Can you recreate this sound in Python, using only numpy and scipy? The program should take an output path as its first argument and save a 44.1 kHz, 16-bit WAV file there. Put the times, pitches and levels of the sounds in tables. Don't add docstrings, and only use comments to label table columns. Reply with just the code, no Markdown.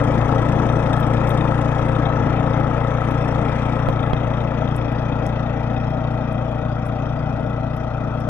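import sys
import numpy as np
from scipy import signal
from scipy.io import wavfile
from scipy.ndimage import uniform_filter1d

SR = 44100
rng = np.random.default_rng(int(sys.argv[2]) if len(sys.argv) > 2 else 0)


def output_pcm(signal):
    pcm = np.clip(np.atleast_2d(signal).T, -1, 1) * 32767
    wavfile.write(sys.argv[1], SR, np.round(pcm).astype(np.int16))


N = 365588
T = np.arange(N) / SR

# time_s, speed_rpm
CRANK_SPEED = [(0.0, 3415.9), (0.31, 3508.3), (0.73, 3544.0), (0.83, 3484.4), (1.32, 3521.3),
               (1.93, 3515.7), (2.33, 3535.2), (2.97, 3532.7), (3.55, 3517.5), (3.86, 3556.6),
               (4.03, 3477.5), (4.38, 3524.8), (5.13, 3518.4), (6.35, 3539.8), (7.03, 3535.5),
               (7.43, 3548.3), (8.3, 3545.2)]
FIRST_CYCLE = .567
# time_s, level_db
ENGINE_LEVEL = [(0, -18), (1.4, -18.5), (2.5, -19.5), (3.8, -20), (4.1, -21), (5.2, -21), (6.7, -22.5),
                (8.3, -23.5)]
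# time_s, share_turned_away (0-1)
TURN_AWAY = [(0, 0.02), (2, 0), (4, 0.15), (6, 0.75), (8.3, 0.75)]

# multiple_of_firing_rate, level_db
THUMP_NEAR = [(1, -14), (2, -6), (3, -15), (4, 0), (5, -3), (6, -14), (7, -15), (8, -12), (9, -16)]
THUMP_AWAY = [(1, -15), (2, -5), (3, -13), (4, 0), (5, -4), (6, -13), (7, -12), (8, -8), (9, -14)]
HUM_ORDERS = [10, 11, 15, 16, 18, 20, 21, 22, 24, 26, 27, 29, 30, 44]
# facing_db, away_db
HUM_LEVELS = [(-13.5, -17.5), (-28, -21.5), (-18, -26.5), (-17, -24.5), (-15, -26.5), (-21.5, -26.5),
              (-30.5, -17.5), (-19.5, -19.5), (-25.5, -24.5), (-32.5, -11), (-19.5, -43), (-18.5, -29.5),
              (-24, -24.5), (-22, -24)]
# pitch_hz, t60_s, facing_db, away_db
MUFFLER_MODES = [(459, .06, -21, -37), (528.5, .075, -21, -29), (639.5, 0.052, -23.5, -25),
                 (758, .045, -25, -21), (890, 0.049, -23, -22.5)]
FIRING_SHARE = .3
PIPE_HZ, PIPE_T60_S, PIPE_SPREAD_DB = 1300, .028, 2.2
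# time_s, level_db
PIPE_LEVEL = [(0, -9.5), (1.5, -7.5), (2.5, -7), (4, -8.5), (4.6, -12.5), (6, -23), (8.3, -9)]
DETUNE = .014

# frequency_hz, relative_level_db (per Hz)
ROAR_NEAR = [(38, -30), (65, -21), (129, -11), (194, -9.5), (288, -2), (389, -21), (452, -12), (525, -5),
             (578, -9), (871, -9.5), (1130, -14.5), (1310, -16.5), (1480, -24), (1700, -18), (2210, -57.5),
             (3740, -120)]
ROAR_AWAY = [(38, -34), (65, -18.5), (134, -2.5), (189, -8), (265, -7.5), (394, -34.5), (465, -8),
             (555, -14.5), (636, 3), (709, -26), (770, -9), (984, -21.5), (1390, -12), (1700, -31),
             (2210, -70.5), (3740, -120)]
# share_of_cycle (after the exhaust pulse), level_db, tilt_db_per_octave
KNOCKS = [(.1, -3, -7), (.22, -7, -2), (.36, -6, -4), (.54, -4, -12), (.62, -3, -3), (.67, 0, 0),
          (.72, 0, 4), (.8, -6, 6), (.95, -7, 3)]
# pitch_hz, base_t60_s, facing_db, away_db
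CASING_MODES = [(1640, .025, -4, -12), (1790, .028, -2, -10), (1955, .032, 0, 1), (2230, .02, -7, -19),
                (2519, .034, -4, -2), (2700, .022, -7, -16), (3050, .02, -12, -20), (3248, .032, -8.5, -7),
                (3450, .022, -11, -19), (3640, .036, -12, -9)]
# time_s, level_db
CASING_LEVEL = [(0, -3), (1.8, -3), (2.2, -5), (3.6, -5), (4.1, -1.5), (5.4, -1.5), (6, -3), (8.3, -3)]
# frequency_hz, relative_level_db (per Hz)
HISS_NEAR = [(1100, -32), (1500, -4), (2000, 1.5), (2280, -2.5), (2500, -5), (2900, -11), (3200, -9),
             (3650, -13.5), (3950, -24), (4300, -25), (4700, -51)]
HISS_AWAY = [(1100, -30.5), (1500, -21), (1950, 5.5), (2200, -9), (2500, 4.5), (2900, -11.5), (3200, -2),
             (3650, -12), (3950, -23.5), (4300, -28.5), (4700, -47.5)]
# time_s, level_db
RUMBLE_LEVEL = [(0, -10.5), (.3, -10.5), (.55, -6.5), (.9, -8.5), (1.4, -12), (1.9, -11.5), (2.2, -6),
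                (2.5, -8), (2.8, -15.5), (3.6, -13.5), (4.5, -13.5), (6, -17), (7.2, -13.5), (8.3, -14.5)]
RUMBLE_WAVER_DB = 2
# frequency_hz, relative_level_db (per Hz)
FIZZ_NEAR = [(3000, -41.5), (3900, -2.5), (4700, -3.5), (5150, -2.5), (5450, -0.5), (5750, -1),
             (6100, -3.5), (6900, -4.5), (7500, -18.5), (8300, -8.5), (9500, -16.5), (10300, -31.5),
             (12600, -33.5), (13600, -59.5)]
FIZZ_AWAY = [(3000, -24.5), (3900, 2.5), (4700, 1), (5150, -0.5), (5450, 6.5), (5750, -2), (6100, -0.5),
             (6900, -10.5), (7500, -23.5), (8300, -21), (9500, -27), (10300, -21), (12600, -29),
             (13600, -60.5)]
# pitch_hz, t60_s, level_db
COVER_MODES = [(4700, 0.024, -15), (5460, 0.095, 0), (6760, 0.023, -1), (8220, 0.0069, 5)]
# time_s, clatter_db and fizz_db (relative to the engine), treble_db (highest treble within the fizz)
BRIGHTNESS = [(0, -20, -45, 2.5), (1.9, -19.5, -45, 2.5), (2.1, -18.5, -46, -4), (2.6, -18.5, -47, 1.5),
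              (3.6, -16.5, -44, 3.5), (3.9, -19.5, -47.5, 2), (4.7, -20.5, -46.5, -1.5),
              (6, -22, -47, -0.5), (8.3, -23, -46.5, 2.5)]
TREBLE_HZ = 7500

# start_s, level_db (relative to the engine)
HARD_KNOCKS = [(0.039, -25), (.178, -36), (.419, -28), (.487, -28), (0.522, -27), (0.931, -21.5),
               (.965, -27), (1.067, -26), (1.136, -26), (1.272, -25), (1.375, -27), (1.614, -27),
               (3.282, -29)]
HARD_TILT_DB = 18
HIGH_NOISE_DB, HIGH_NOISE_T60_S, HIGH_NOISE_RISE_S = 0, 0.027, 0.0072
# start_s, peak_db (before the port balance)
CLANGS = [(0.138, -34), (0.2129, -37), (0.381, -32), (0.687, -31), (0.8569, -43), (0.9297, -26),
          (0.9637, -40), (1.027, -30.5), (1.1687, -31), (1.3017, -27), (1.3757, -30), (1.4076, -30),
          (1.4426, -38), (1.5798, -43), (1.8142, -36), (1.9499, -31), (2.0534, -25.5), (3.5149, -46),
          (3.991, -30.5), (4.0277, -31), (4.1659, -31), (4.2028, -38), (4.335, -33), (4.4029, -33),
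          (4.6742, -30), (5.1222, -31), (5.7627, -32)]
CLANG_TILT_DB = 17

# centre_s, level_db, pitch_hz, spread_octaves, left_right_db
GRAINS = [(.986, -56, 9500, .5, -5), (1.002, -46, 11000, .9, -5), (1.008, -52, 9500, .7, -5),
          (1.294, -42, 10500, 1, 2), (1.308, -50, 10700, .4, 10), (3.092, -61, 10000, .8, 5),
          (3.112, -53, 11300, 0.22, 9), (3.888, -48, 8000, 1.6, -6), (4.765, -43, 9350, 0.47, -12),
          (4.923, -56, 12000, .9, -4), (5.266, -45, 7740, .9, -6), (5.293, -62, 8500, 0.32, -3),
          (6.329, -54, 9930, 0.44, -6), (6.856, -54, 8550, 0.19, -7), (6.866, -51, 10500, 0.37, -7),
          (6.872, -59, 10000, .5, -3), (6.882, -59, 10500, .6, -1), (7.767, -51, 10800, .6, 2),
          (8.204, -53, 10300, 0.55, -4)]
TICK_S, FAINT_NOISE_S, FAINT_NOISE_DB = .0014, .009, -17
# start_s, level_db, rise_s (scale of the push), shell_db (ring of the phone shell)
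TAPS = [(3.8856, -7, .0003, -38), (3.8874, -.5, .00013, -29), (4.1312, -11, .0004, -31),
        (4.1336, -.5, .00015, -20.5)]
# pitch_hz, t60_s, level_db
SHELL_MODES = [(2720, .007, -11), (3270, .014, -2.5), (3720, .009, -9), (5340, .006, -19),
               (7000, .005, -26), (9000, .005, -26), (11500, .005, -26)]

# frequency_hz, left_right_db
LEAN_NEAR = [(60, 2.42), (160, 4.5), (300, 7.64), (530, 8.8), (830, 13.99), (1280, 10.98), (1980, 4.05),
             (3060, 7.85), (6000, 5.83), (9000, 3.8)]
LEAN_AWAY = [(60, 2), (160, 2.5), (300, 8.9), (530, 14.8), (830, 7), (1280, 7.1), (1980, 4.6), (3060, 6.7),
             (6000, 7), (9000, 3.2)]
# frequency_hz, likeness (0-1)
LIKENESS = [(30, .8), (100, .88), (400, .96), (1000, .87), (2000, .85), (4000, .55), (7000, .35),
            (11000, .5)]
RIGHT_LAG_S = 0.000096
BASS_LAG_RAD, BASS_LAG_HZ = 0.45, 200
EDGE_HZ = 15800


def gain_of(db):
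    return 10 ** (np.asarray(db) / 20)


def evened(x):
    return x / np.sqrt(np.mean(x ** 2) + 1e-20)


def curve(rows, t, column=1):
    rows = np.array(rows)
    return np.interp(t, rows[:, 0], rows[:, column])


def read(points, hz):
    f, value = np.transpose(points)
    return np.interp(np.log(hz + 1), np.log(f + 1), value)


def turned(near, away, t):
    share = np.clip(curve(TURN_AWAY, t), 0, 1)
    return (1 - share) * near + share * away


def drift(size):
    slow = uniform_filter1d(rng.standard_normal(N), size=size)
    return evened(uniform_filter1d(slow, size=size))


def noise(near, away, patchy_db):
    frames, hz = N // 256 + 5, np.fft.rfftfreq(1024, 1 / SR)[:, None]
    real, imaginary, patches = rng.standard_normal((frames, 513, 3)).T
    patches = uniform_filter1d(patches, size=5, axis=0)
    patches = evened(uniform_filter1d(patches, size=12, axis=1))
    frame_s = np.arange(frames) * 256 / SR
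    shape = gain_of(turned(read(near, hz), read(away, hz), frame_s))
    shape = shape / np.sqrt((shape ** 2).mean(0)) * gain_of(patchy_db * patches)
    spectra = (real + 1j * imaginary) * shape
    return evened(signal.istft(spectra, nperseg=1024, noverlap=768)[1][:N])


def ring(hz, t60, cycles=2):
    t = np.arange(6000) / SR
    onset = np.sin(np.pi / 2 * np.minimum(t * hz / cycles, 1)) ** 2
    return gain_of(-60 * t / t60) * np.sin(2 * np.pi * hz * t) * onset


def blows(cycle, share, spread_db, jitter):
    turns = np.arange(int(cycle[-1]))
    late, size = rng.standard_normal((len(turns), 2)).T
    at = np.searchsorted(cycle, turns + share + jitter * late)
    return np.bincount(np.minimum(at, N - 1), gain_of(spread_db * size), N)


def throb(cycle, share, sharp):
    return np.exp(sharp * (np.cos(2 * np.pi * (cycle - share)) - 1))


def stroke_of(cycle):
    return (cycle + .75).astype(int)


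def swell(cycle):
    strength = gain_of(1.7 * rng.standard_normal(int(cycle[-1]) + 2))[stroke_of(cycle)]
    return strength * throb(cycle, 0.69, sharp=3.9) + 1.3 * throb(cycle, 1.0, sharp=2.2)


def detuned(train, cycle, hz, t60):
    stroke = stroke_of(cycle)
    pick = rng.integers(-1, 2, stroke[-1] + 1)[stroke]
    return sum(signal.oaconvolve(train * (pick == k), ring(hz * (1 + DETUNE * k), t60, cycles=3.3))[:N]
               for k in (-1, 0, 1))


def rattle(cycle, modes):
    trains = [blows(cycle, share, spread_db=1.5, jitter=.007) for share, _, _ in KNOCKS]
    stroke = stroke_of(cycle)
    out = np.zeros(N)
    for hz, t60, *db in modes:
        octaves = min(np.log2(hz / 2500), .5)
        knocks = sum(gain_of(level_db + tilt_db * octaves) * train
                     for (_, level_db, tilt_db), train in zip(KNOCKS, trains))
        colour = gain_of(1.2 * rng.standard_normal(stroke[-1] + 1))[stroke]
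        uneven = colour * gain_of(1.5 * rng.standard_normal(N)) * rng.choice([-1, 1], N)
        out += gain_of(turned(db[0], db[-1], T)) * detuned(knocks * uneven, cycle, hz, t60)
    return evened(out)


def thump(cycle):
    out = np.zeros(N)
    for (k, near_db), (_, away_db) in zip(THUMP_NEAR, THUMP_AWAY):
        lead = k - 6.25 if k > 6 else 3.9 if k < 3 else 2.95
        level_db = turned(near_db, away_db, T) + 0.15 * k * drift(size=2500)
        out += gain_of(level_db) * np.cos(2 * np.pi * k * cycle + lead)
    running_rms = np.sqrt(uniform_filter1d(out ** 2, size=30000))
    return gain_of(0.13 * drift(size=1500)) * out / running_rms


def hum(cycle):
    out = np.zeros(N)
    for k, (near_db, away_db) in zip(HUM_ORDERS, HUM_LEVELS):
        level_db = turned(near_db, away_db, T) + 2.3 * drift(size=2500)
        out += gain_of(level_db) * np.sin(2 * np.pi * k * cycle + 0.6 * drift(size=2000))
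    return out


def muffler(cycle):
    pulses = blows(cycle, 0.99, spread_db=1.3, jitter=0.00078)
    pulses = pulses + FIRING_SHARE * blows(cycle, .62, spread_db=6.5, jitter=0.019)
    return sum(gain_of(turned(near_db, away_db, T)) * signal.oaconvolve(pulses, ring(hz, t60))[:N]
               for hz, t60, near_db, away_db in MUFFLER_MODES)


def tailpipe(cycle):
    pops = blows(cycle, 0.95, spread_db=PIPE_SPREAD_DB, jitter=0.0066)
    pops = pops + 0.56 * blows(cycle, .47, spread_db=0.5, jitter=.02)
    return gain_of(curve(PIPE_LEVEL, T)) * detuned(pops, cycle, PIPE_HZ, PIPE_T60_S)


def roar(cycle):
    return noise(ROAR_NEAR, ROAR_AWAY, patchy_db=1.2) * (0.68 + 0.16 * throb(cycle, 0.14, sharp=0.97))


def clatter(cycle):
    hiss = noise(HISS_NEAR, HISS_AWAY, patchy_db=3.0) * (2.9 + swell(cycle))
    return gain_of(curve(CASING_LEVEL, T)) * rattle(cycle, CASING_MODES) + gain_of(-3.2) * evened(hiss)


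def rumble(cycle):
    band = signal.butter(2, [90, 300], "band", fs=SR, output="sos")
    low = signal.sosfilt(band, rng.standard_normal(N))
    return evened(low * (1.5 + throb(cycle, 0.67, sharp=0.71)))


def fizz(cycle):
    gas = noise(FIZZ_NEAR, FIZZ_AWAY, patchy_db=5.0) * (0.62 + swell(cycle))
    mix = gain_of(-2.0) * rattle(cycle, COVER_MODES) + gain_of(9.0) * evened(gas)
    high_pass = signal.firwin(101, TREBLE_HZ, pass_zero=False, fs=SR)
    treble = signal.oaconvolve(mix, high_pass, "same")
    return mix + (gain_of(curve(BRIGHTNESS, T, column=3)) - 1) * treble


def hard_knocks():
    t, out = np.arange(6000) / SR, np.zeros(N + 6000)
    covers = sum(gain_of(db + HARD_TILT_DB * np.log2(hz / 6000)) * ring(hz, t60, cycles=12.)
                 for hz, t60, db in COVER_MODES)
    envelope = gain_of(HIGH_NOISE_DB - 60 * t / HIGH_NOISE_T60_S) * np.minimum(t / HIGH_NOISE_RISE_S, 1)
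    for s, db in HARD_KNOCKS:
        high_noise = envelope * np.diff(rng.standard_normal(6001))
        out[round(s * SR):][:6000] += gain_of(db) * (covers + high_noise)
    return out[:N]


def clangs():
    s, db = np.transpose(CLANGS)
    hits = np.bincount((s * SR).astype(int), gain_of(db), N)
    sound = sum(gain_of(level_db + CLANG_TILT_DB * np.log2(hz / 3400)) * ring(hz, 1.9 * t60, cycles=7.)
                for hz, t60, _, level_db in CASING_MODES)
    return signal.oaconvolve(hits, sound / abs(sound).max())[:N]


def snow_grains():
    out, t = np.zeros((2, N + 6000)), np.arange(2000) / SR
    s, size, pitch, pan = rng.random((30, 4)).T
    faint = zip(.03 + s * (N / SR - .03), -68. + 5.4 * size, 8000 + 5000 * pitch,
                .2 + .5 * size, 16. * (pan - .4))
    middle = t - 1000 / SR
    tick = np.exp(-(middle / TICK_S) ** 2)
    shape = tick + gain_of(FAINT_NOISE_DB) * np.exp(-(middle / FAINT_NOISE_S - .5) ** 2)
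    for s, db, hz, octaves, pan_db in [*GRAINS, *faint]:
        edges = np.minimum(hz * 2. ** (np.array([-.5, .5]) * max(octaves, .1)), 20000)
        band = signal.butter(2, edges, "band", fs=SR, output="sos")
        grit = rng.standard_normal((2, 2000)) * 0.37 + rng.standard_normal(2000)
        crackle = evened(signal.sosfilt(band, grit))
        level = gain_of(db + np.array([[.5], [-.5]]) * pan_db)
        out[:, round(s * SR) - 1000:][:, :2000] += level * crackle * shape
    return out[:, :N]


def snow_taps():
    out, t = np.zeros((2, N + 6000)), np.arange(2000) / SR
    swing = (t / .0015) ** 2 * np.exp(-t / .0015)
    shell = sum(gain_of(db) * ring(hz, t60) for hz, t60, db in SHELL_MODES)
    for s, db, rise, shell_db in TAPS:
        push = (t / rise) ** 3 * np.exp(-t / rise)
        out[1, round(s * SR):][:2000] += gain_of(db) * (push / push.max() - .18 * swing / swing.max())
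        out[:, round(s * SR):][:, :6000] += gain_of(shell_db) * shell
    return out[:, :N]


def machine():
    cycle = FIRST_CYCLE + np.cumsum(curve(CRANK_SPEED, T)) / (120 * SR)
    clatter_gain = gain_of(curve(BRIGHTNESS, T, column=1))
    fizz_gain = gain_of(curve(BRIGHTNESS, T, column=2))
    rumble_gain = gain_of(curve(RUMBLE_LEVEL, T) + RUMBLE_WAVER_DB * drift(size=5000))
    steady = gain_of(-1.0) * thump(cycle) + hum(cycle)
    steady = steady + gain_of(9.5) * (muffler(cycle) + tailpipe(cycle)) + hard_knocks()
    noisy = [gain_of(-4.0) * roar(cycle) + clatter_gain * clatter(cycle)
             + rumble_gain * rumble(cycle) + fizz_gain * fizz(cycle) for _ in range(2)]
    level = gain_of(curve(ENGINE_LEVEL, T))
    return level * np.array([steady + clangs() / level, *noisy])


def ports(layers):
    hz, t, (clean, noisy, scattered) = signal.stft(layers, SR, nperseg=1024)
    hz = hz[:, None]
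    alike = np.clip(read(LIKENESS, hz), 0, 1)
    shade = gain_of(-turned(read(LEAN_NEAR, hz), read(LEAN_AWAY, hz), t))
    bass_lag = BASS_LAG_RAD * np.exp(-hz / BASS_LAG_HZ)
    late = np.exp(-2j * np.pi * hz * RIGHT_LAG_S - 1j * bass_lag)
    right = shade * ((clean + alike * noisy) * late + np.sqrt(1 - alike ** 2) * scattered)
    both = np.array([clean + noisy, right]) * 2 / (1 + shade)
    return signal.istft(both, SR, nperseg=1024)[1][:, :N]


def scene():
    return ports(machine()) + snow_grains() + snow_taps()


def record(dry):
    low_pass = signal.firwin(511, EDGE_HZ, window=("kaiser", 9), fs=SR)
    return signal.oaconvolve(dry, low_pass[None], "same")


dry = scene()
out = record(dry)
output_pcm(out)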